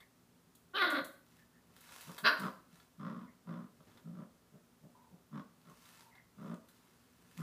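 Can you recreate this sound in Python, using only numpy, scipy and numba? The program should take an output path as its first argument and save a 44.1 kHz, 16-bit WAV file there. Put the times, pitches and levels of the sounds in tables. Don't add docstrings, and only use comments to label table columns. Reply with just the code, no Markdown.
import sys
import numpy as np
from scipy import signal
from scipy.fft import rfft, irfft, next_fast_len
from scipy.io import wavfile
from scipy.ndimage import uniform_filter1d
from numba import njit

SR = 44100
rng = np.random.default_rng(int(sys.argv[2]) if len(sys.argv) > 2 else 0)


def to_wav(s):
    ch = np.atleast_2d(s).T
    pcm = np.round(np.clip(ch, -1, 1) * 32767)
    wavfile.write(sys.argv[1], SR, pcm.astype(np.int16))


N = 327206
T = np.arange(N) / SR


def amp(db):
    return 10 ** (np.asarray(db) / 20)


def unit(x):
    return x / np.sqrt(np.mean(x ** 2) + 1e-20)


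def even(x, span_s):
    size = max(int(span_s * SR), 2)
    power = uniform_filter1d(uniform_filter1d(x ** 2, size), size)
    return x / np.sqrt(np.abs(power) + 1e-20)


def follow(rows, t):
    s, *columns = np.transpose(rows)
    return [np.interp(t, s, c) for c in columns]


def gate(t, attack_s, release_s):
    return np.clip(np.minimum((t - t[0]) / attack_s, (t[-1] - t) / release_s), 0, 1)


def add(out, start_s, x):
    i = int(start_s * SR)
    x, i = x[max(-i, 0):], max(i, 0)
    out[i:i + len(x)] += x[:max(N - i, 0)]


def filtered(x, order, hz, kind="low"):
    return signal.sosfilt(signal.butter(order, hz, kind, fs=SR, output="sos"), x)


def resonate(x, hz, width_hz):
    return signal.lfilter(*signal.iirpeak(min(hz, .45 * SR), hz / width_hz, fs=SR), x)


def tract(x, modes):
    return sum(amp(db) * resonate(resonate(x, hz, w), hz, w) for hz, w, db in modes)


@njit
def glide(x, hz, width_hz):
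    y, band, low = np.empty(len(x)), 0., 0.
    for i in range(len(x)):
        g, k = np.tan(np.pi * hz[i] / SR), width_hz / hz[i]
        v = (band + g * (x[i] - low)) / (1 + g * (g + k))
        band, low, y[i] = 2 * v - band, low + 2 * g * v, k * v
    return y


def noise(colour):
    hz, db = np.transpose(colour)
    n = next_fast_len(N, True)
    gain = amp(np.interp(np.log(np.fft.rfftfreq(n, 1 / SR) + 1), np.log(hz), db))
    return unit(irfft(rfft(rng.standard_normal(n)) * gain, n)[:N])


# (f/Hz, level/dB)
HUSH = [(15, -55), (25, -26.5), (69, -8.5), (148, -11), (173, 1.5), (209, -15), (240, -0.5), (305, -14.5),
        (368, -11.5), (567, -16.5), (804, -18.5), (1340, -19), (1800, -23.5), (2300, -26), (15500, -31)]
HUSH_DB = -68
# (f/Hz, level/dB)
HUM = [(120, -78.5), (240, -82.5)]


def background():
    hum = sum(amp(db) * np.sin(2 * np.pi * hz * T) for hz, db in HUM)
    return amp(HUSH_DB) * noise(HUSH) + hum


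# (t/s, length/s, start f/Hz, end f/Hz, level/dB)
FAINT_TONES = [(0, 0.044, 2137, 2090, -68), (1.369, 0.076, 1850, 1735, -77),
               (1.534, 0.058, 1814, 1830, -77.5), (3.27, 0.052, 2150, 2070, -73),
               (4.946, 0.034, 1030, 1020, -67), (4.965, 0.15, 930, 864, -72.5),
               (5.98, 0.142, 950, 902, -73), (6.108, 0.12, 2060, 2070, -69.5)]
WIRE_FROM_HZ = 2000


def wavering_tones(rows, waver=0.058, flutter_db=4):
    out = np.zeros(N)
    for s, length, start_hz, end_hz, db in rows:
        u = np.linspace(0, 1, int(length * SR))
        slow = uniform_filter1d(rng.standard_normal((2, SR // 2)), size=130)
        wobble, flutter = unit(slow)[:, :len(u)]
        hz = (start_hz + (end_hz - start_hz) * u) * (1 + waver * wobble)
        swell = np.sqrt(np.abs(np.sin(np.pi * u))) * amp(flutter_db * flutter)
        add(out, s, amp(db) * unit(swell * np.sin(2 * np.pi * np.cumsum(hz) / SR)))
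    return out


def wire_ringing():
    return wavering_tones([row for row in FAINT_TONES if row[2] > WIRE_FROM_HZ])


# (t/s, treble level/dB, body level/dB)
TAPS = [(.003, -68.5, -57), (0.55, -61.5, -88), (0.901, -46.5, -70), (1.044, -48.5, -78), (1.762, -65, -68),
        (1.806, -58.5, -70), (1.888, -69, -55), (2.008, -53, -55), (2.179, -50.5, -44),
        (2.184, -51.5, -46.5), (2.395, -49.5, -64), (2.418, -67, -49), (2.798, -76.5, -60),
        (3.83, -84, -73), (3.914, -81, -66), (3.972, -73, -57.5), (5.651, -79, -67), (5.853, -64, -58.5),
        (6.151, -75, -58), (6.685, -62.5, -64)]


def ticks(tick_s=.008, body_s=0.0058):
    out, t = np.zeros(N), T[:SR // 10]
    for s, treble_db, body_db in TAPS:
        tick = unit(tract(rng.standard_normal(len(t)), [(4200, 2000, -1), (10600, 14000, 0)]))
        body = unit(tract(rng.standard_normal(len(t)), [(1240, 1600, 0), (3330, 1100, -2.0)]))
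        contact = 1.51 * (1 - np.exp(-t / 0.002))
        treble = amp(treble_db) * tick * np.exp(-t / tick_s)
        add(out, s, contact * (treble + amp(body_db) * body * np.exp(-t / body_s)))
    return out


def folds(hz, jitter, scatter_db, limp):
    n = len(hz)
    pulses, age, at = np.zeros(n + 1), np.zeros(n), 0.
    for k, (late, loud) in enumerate(np.clip(rng.standard_normal((n // 40, 2)), -2, 2)):
        i = int(at)
        if i >= n:
            break
        size = amp(scatter_db[i] * loud) * (1 + limp[i] * np.cos(2 * np.pi * k / 3))
        pulses[i:i + 2] += size * np.array([1 - at + i, at - i])
        age[i:] = T[:n - i]
        at += SR / hz[i] * np.exp(jitter[i] * late)
    return pulses[:n], age


def rasp(pulses, puff_s):
    keep = np.exp(-1 / (puff_s * SR))
    puffs = signal.lfilter([np.sqrt(1 - keep ** 2)], [1, -keep], pulses)
    return puffs * rng.standard_normal(len(pulses))


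FOLD_SCATTER_DB = 4.5
DARK_SHARE, DARK_WIDTH_HZ = .56, 170
BARK_ATTACK_S, BARK_RELEASE_S = .015, .006


def bark(effort, pitch, mouth, jitter, air, lip_db, lip_width_hz, hiss_db, bright_hz):
    t = T[int(effort[0][0] * SR):int(effort[-1][0] * SR)]
    db, bright_db = follow(effort, t)
    hz, rough, lip_hz = follow(pitch, t)
    pulses, _ = folds(hz, jitter * rough, FOLD_SCATTER_DB * rough, np.clip(.8 * rough, 0, .55))
    puffs = filtered(rasp(pulses, 0.00049), 1, 900, "high")
    source = pulses + air * rough * puffs
    source = source - (1 - rough ** 2) * glide(source, DARK_SHARE * hz, float(DARK_WIDTH_HZ))
    lips = glide(glide(source, lip_hz, float(lip_width_hz)), lip_hz, float(lip_width_hz))
    voice = filtered(tract(source, mouth) + amp(lip_db) * lips, 8, 5600)
    low = signal.sosfiltfilt(signal.butter(2, bright_hz, fs=SR, output="sos"), voice)
    voice = even(low + amp(bright_db) * (voice - low), 0.0043)
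    hiss = unit(tract(rasp(pulses, .006), [(12000, 3700, 0)]))
    out = np.zeros(N)
    envelope = gate(t, BARK_ATTACK_S, BARK_RELEASE_S) * amp(db)
    add(out, t[0], envelope * (voice + amp(hiss_db) * hiss))
    return out


# (t/s, pitch f/Hz, roughness 0-1, lip resonance f/Hz)
SNARL_PITCH = [(.73, 345.5, 0.22, 3100), (.772, 429.5, 0.25, 3050), (.797, 402.1, 0.19, 1960),
               (.825, 358.9, 0.21, 2000), (.88, 310.2, 0.63, 1850), (.975, 274.4, 0.82, 1950),
               (1.018, 213.8, .85, 1880)]
# (t/s, level/dB, brightness/dB)
SNARL = [(.734, -39.5, -12), (.768, -33.5, 8), (.81, -31, 5), (.823, -24.5, 6.5), (.845, -33, 3.5),
         (.9, -34.5, 2), (.995, -34, -3), (1.015, -57, 0), (1.055, -56, -18)]
# (f/Hz, width of each pass/Hz, level/dB)
SNARL_MOUTH = [(295, 114, 7.5), (562, 235, 2.5), (1170, 190, 7.5), (1462, 220, 8.5), (3460, 220, -3.5),
               (3750, 310, -1), (4050, 230, -7.5)]


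def snarling_bark():
    return bark(SNARL, SNARL_PITCH, SNARL_MOUTH, jitter=.11, air=2.18,
                lip_db=1.0, lip_width_hz=290, hiss_db=-31.5, bright_hz=2290)


FLAP_HZ, FLAP_JITTER, FLAP_SCATTER_DB = 59, .14, 3
THROAT_LOW_HZ = 142
THROAT_RISE_HZ_PER_S = 120
GROWL_ATTACK_S, GROWL_RELEASE_S = 0.027, 0.019
SWELL_DB, SAG_DB_PER_S = 6.5, 52
NOSE_FOLLOW, MOUTH_FOLLOW = 1.5, 1.42
# (f/Hz, width of each pass/Hz, level/dB)
GROWL_NOSE = [(345.8, 63.6, 1), (407.3, 100, 0), (599.4, 140, -1)]
# (f/Hz, width of each pass/Hz, level/dB)
GROWL_MOUTH = [(1099, 220, 3), (1201, 280, 4), (1827, 200, -7.5), (2350, 92, -13.5), (3300, 760, -16),
               (4946, 840, -22.5)]


def growl(length_s, peak_s, throat_hz, throat_db, nose_db, mouth_db,
          ring_s=0.01, air=0.9, puff_s=0.0087, throat_top_hz=330):
    t = T[:int(length_s * SR)]
    effort_db = np.minimum(SWELL_DB * (t / peak_s - 1), SAG_DB_PER_S * (peak_s - t))
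    hz = throat_hz + THROAT_RISE_HZ_PER_S * (t - peak_s)
    steady = np.ones(len(t))
    pulses, age = folds(FLAP_HZ * steady, FLAP_JITTER * steady, FLAP_SCATTER_DB * steady, 0 * steady)
    swing = np.sin(2 * np.pi * hz * age) * np.exp(-age / ring_s)
    throat = filtered(filtered(swing, 6, THROAT_LOW_HZ, "high"), 2, throat_top_hz)
    snap = pulses + air * rasp(pulses, puff_s)
    layers = [(throat, throat_db + effort_db - 1.5),
              (tract(snap, GROWL_NOSE), nose_db + NOSE_FOLLOW * effort_db),
              (tract(snap, GROWL_MOUTH), mouth_db + MOUTH_FOLLOW * effort_db - 3)]
    voice = sum(amp(db) * even(x, 0.0182) for x, db in layers)
    return gate(t, GROWL_ATTACK_S, GROWL_RELEASE_S) * voice


# (t/s, length/s, throat f/Hz, throat level/dB, mouth level/dB)
GRUNTS = [(.995, 0.041, 195, -49, -63), (2.06, 0.067, 169, -48.5, -54), (2.225, 0.029, 194, -37.5, -67),
          (2.724, 0.027, 184, -50.5, -73.5), (3.786, 0.041, 177, -55.5, -63),
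          (4.516, 0.066, 178.7, -55, -79), (4.816, 0.064, 170, -54.5, -79), (5.107, 0.055, 172.4, -54, -79),
          (5.64, 0.099, 169, -57.5, -62.5)]
GRUNT_PEAK_SHARE, GRUNT_NOSE_DB = 0.51, -11.5


def grunts():
    out = np.zeros(N)
    for s, length, hz, throat_db, mouth_db in GRUNTS:
        nose_db = throat_db + GRUNT_NOSE_DB
        add(out, s, growl(length, GRUNT_PEAK_SHARE * length, hz, throat_db, nose_db, mouth_db))
    return out


# (t of firmest contact/s, rise/s, fall/s, level/dB)
BRUSHING = [(1.33, 0.079, 0.22, -74.5), (2, 0.29, 0.3, -57.5), (2.4, 0.041, 0.14, -59),
            (2.746, 0.067, 0.18, -70), (3.921, .22, 0.23, -74.5), (5.94, 0.37, 0.2, -64.5),
            (6.48, 0.19, 0.12, -72), (6.78, .22, 0.96, -74.5), (7.42, 0.2, .1, -67)]
# (f/Hz, level/dB)
BRUSH_COLOUR = [(180, -37), (300, -6.5), (360, -13), (397, -18.5), (835, -9), (907, 0.5), (1810, -5.5),
                (2210, -3.5), (14500, -14), (15500, -16.5)]
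BRUSH_FADE_DB = 21.5


def brushing(grain_db=3.0):
    grains = np.repeat(rng.exponential(size=N // 50 + 1), 50)[:N]
    brush = noise(BRUSH_COLOUR) * unit(amp(grain_db * grains))
    out = np.zeros(N)
    for s, rise_s, fall_s, db in BRUSHING:
        away = np.maximum((s - T) / rise_s, (T - s) / fall_s)
        out += amp(db - BRUSH_FADE_DB * np.minimum(away, 2) ** 2) * brush
    return out


def whimpers():
    return wavering_tones([row for row in FAINT_TONES if row[2] <= WIRE_FROM_HZ])


# (t/s, level/dB)
THUMPS = [(1.696, -67.5), (1.744, -71), (1.902, -70.5), (3.87, -60), (3.947, -63)]


def thumps(thump_hz=105, thump_s=0.03):
    out, t = np.zeros(N), T[:SR // 10]
    for s, db in THUMPS:
        thud = np.sin(2 * np.pi * thump_hz * t) + unit(resonate(rng.standard_normal(len(t)), 220, 160))
        add(out, s, amp(db) * thud * np.exp(-t / thump_s) * (1 - np.exp(-t / 0.0016)))
    return out


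# (t/s, pitch f/Hz, roughness 0-1, lip resonance f/Hz)
YAP_PITCH = [(2.236, 199.6, 0.49, 2680), (2.26, 227.9, 0.65, 2720), (2.28, 250.4, 0.59, 2649),
             (2.31, 315.2, 0.3, 2300), (2.38, 231, 0.52, 2100)]
# (t/s, level/dB, brightness/dB)
YAP = [(2.234, -40, -2.5), (2.259, -24.5, -1), (2.275, -22.7, 7), (2.302, -35, -12), (2.33, -37, -12),
       (2.38, -51.5, -19.5)]
# (f/Hz, width of each pass/Hz, level/dB)
YAP_MOUTH = [(262, 400, -13), (619.4, 87, -8), (394, 39, -12.5), (1138, 184, 1.5), (1499, 342, 3.5),
             (3180, 230, -9.5), (4080, 480, -7.5), (4730, 230, -8.5), (5140, 320, -19.5)]


def sharp_yap():
    return bark(YAP, YAP_PITCH, YAP_MOUTH, jitter=.14, air=1.2,
                lip_db=-7.5, lip_width_hz=440, hiss_db=-31, bright_hz=2300)


# (t/s, length/s, time to full effort/s, throat f/Hz, throat level/dB, nose level/dB, mouth level/dB)
GROWLS = [ (2.383, 0.12, 0.061, 194, -39, -50.5, -40), (2.978, 0.301, 0.082, 191.6, -41, -58.5, -47.5),
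          (3.456, 0.22, 0.041, 184.3, -42.5, -58.5, -52), (4.036, 0.111, 0.033, 179, -45.5, -67, -70.5),
          (4.122, 0.13, 0.085, 189, -45.5, -61, -59.5), (5.31, 0.11, 0.067, 191, -40.5, -61.5, -50),
          (6.368, 0.19, 0.15, 199.4, -43, -56, -53.5), (7.369, 0.088, 0.041, 176, -39.5, -62, -50.5), ]


def growls():
    out = np.zeros(N)
    for s, *settings in GROWLS:
        add(out, s, growl(*settings))
    return out


# (delay t/s, gain)
ECHOES = [(.0023, 0.2), (.0052, 0.33), (0.0133, 0.27), (0.0169, .22), (.0245, 0.26)]
# (f/Hz, t60/s, level/dB)
ROOM = [(130, 0.31, -19.5), (255.4, 0.39, -8), (536, 0.39, 0.5), (1294, 0.44, -7), (3630, 0.44, -10.5),
        (10000, 0.48, -2.5)]
# (f/Hz, width/Hz, level/dB)
STANDING = [(178, 30, 1.5), (211, 18, -9), (243, 38, 3.5), (315, 24, 4), (536, 14, 4), (712, 14, 3),
            (850, 120, -4), (1368, 18, 3), (1455, 20, 4), (1550, 20, 4), (1697, 18, 6), (1778, 20, 3),
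            (2045, 60, 4), (2320, 120, -5), (2599, 18, 7), (3970, 30, 4), (4638, 27, 4)]


def room(x, onset_s=0.00875):
    t = T[:int(.8 * SR)]
    hz = np.log(np.fft.rfftfreq(len(t), 1 / SR) + 1)
    band_hz = np.log([row[0] for row in ROOM])
    diffuse, response = rfft(rng.standard_normal(len(t))), np.zeros(len(t))
    for share, (_, t60, db) in zip(np.eye(len(ROOM)), ROOM):
        band = irfft(diffuse * np.interp(hz, band_hz, share), len(t))
        decay = np.exp(-np.log(1000) * t / t60) * (1 - np.exp(-t / onset_s))
        response += amp(db) * band * decay / np.linalg.norm(decay)
    early = np.zeros(len(t))
    for s, gain in ECHOES:
        early[int(s * SR)] += gain
    response += filtered(early, 1, 450, "high")
    response[0] += 1
    for mode_hz, width_hz, db in STANDING:
        response = response + (amp(db) - 1) * resonate(response, mode_hz, width_hz)
    return signal.fftconvolve(x, response)[:N]


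def scene():
    contacts = wire_ringing() + ticks() + brushing() + thumps()
    voices = amp(-2.5) * snarling_bark() + amp(-0.5) * sharp_yap() + amp(-0.15) * (grunts() + growls())
    return (room(contacts + voices + whimpers()) + background())[None]


TOP_HZ = 15400


def record(dry):
    return signal.sosfilt(signal.ellip(10, .2, 70, TOP_HZ, fs=SR, output="sos"), dry)


dry = scene()
out = record(dry)
to_wav(out)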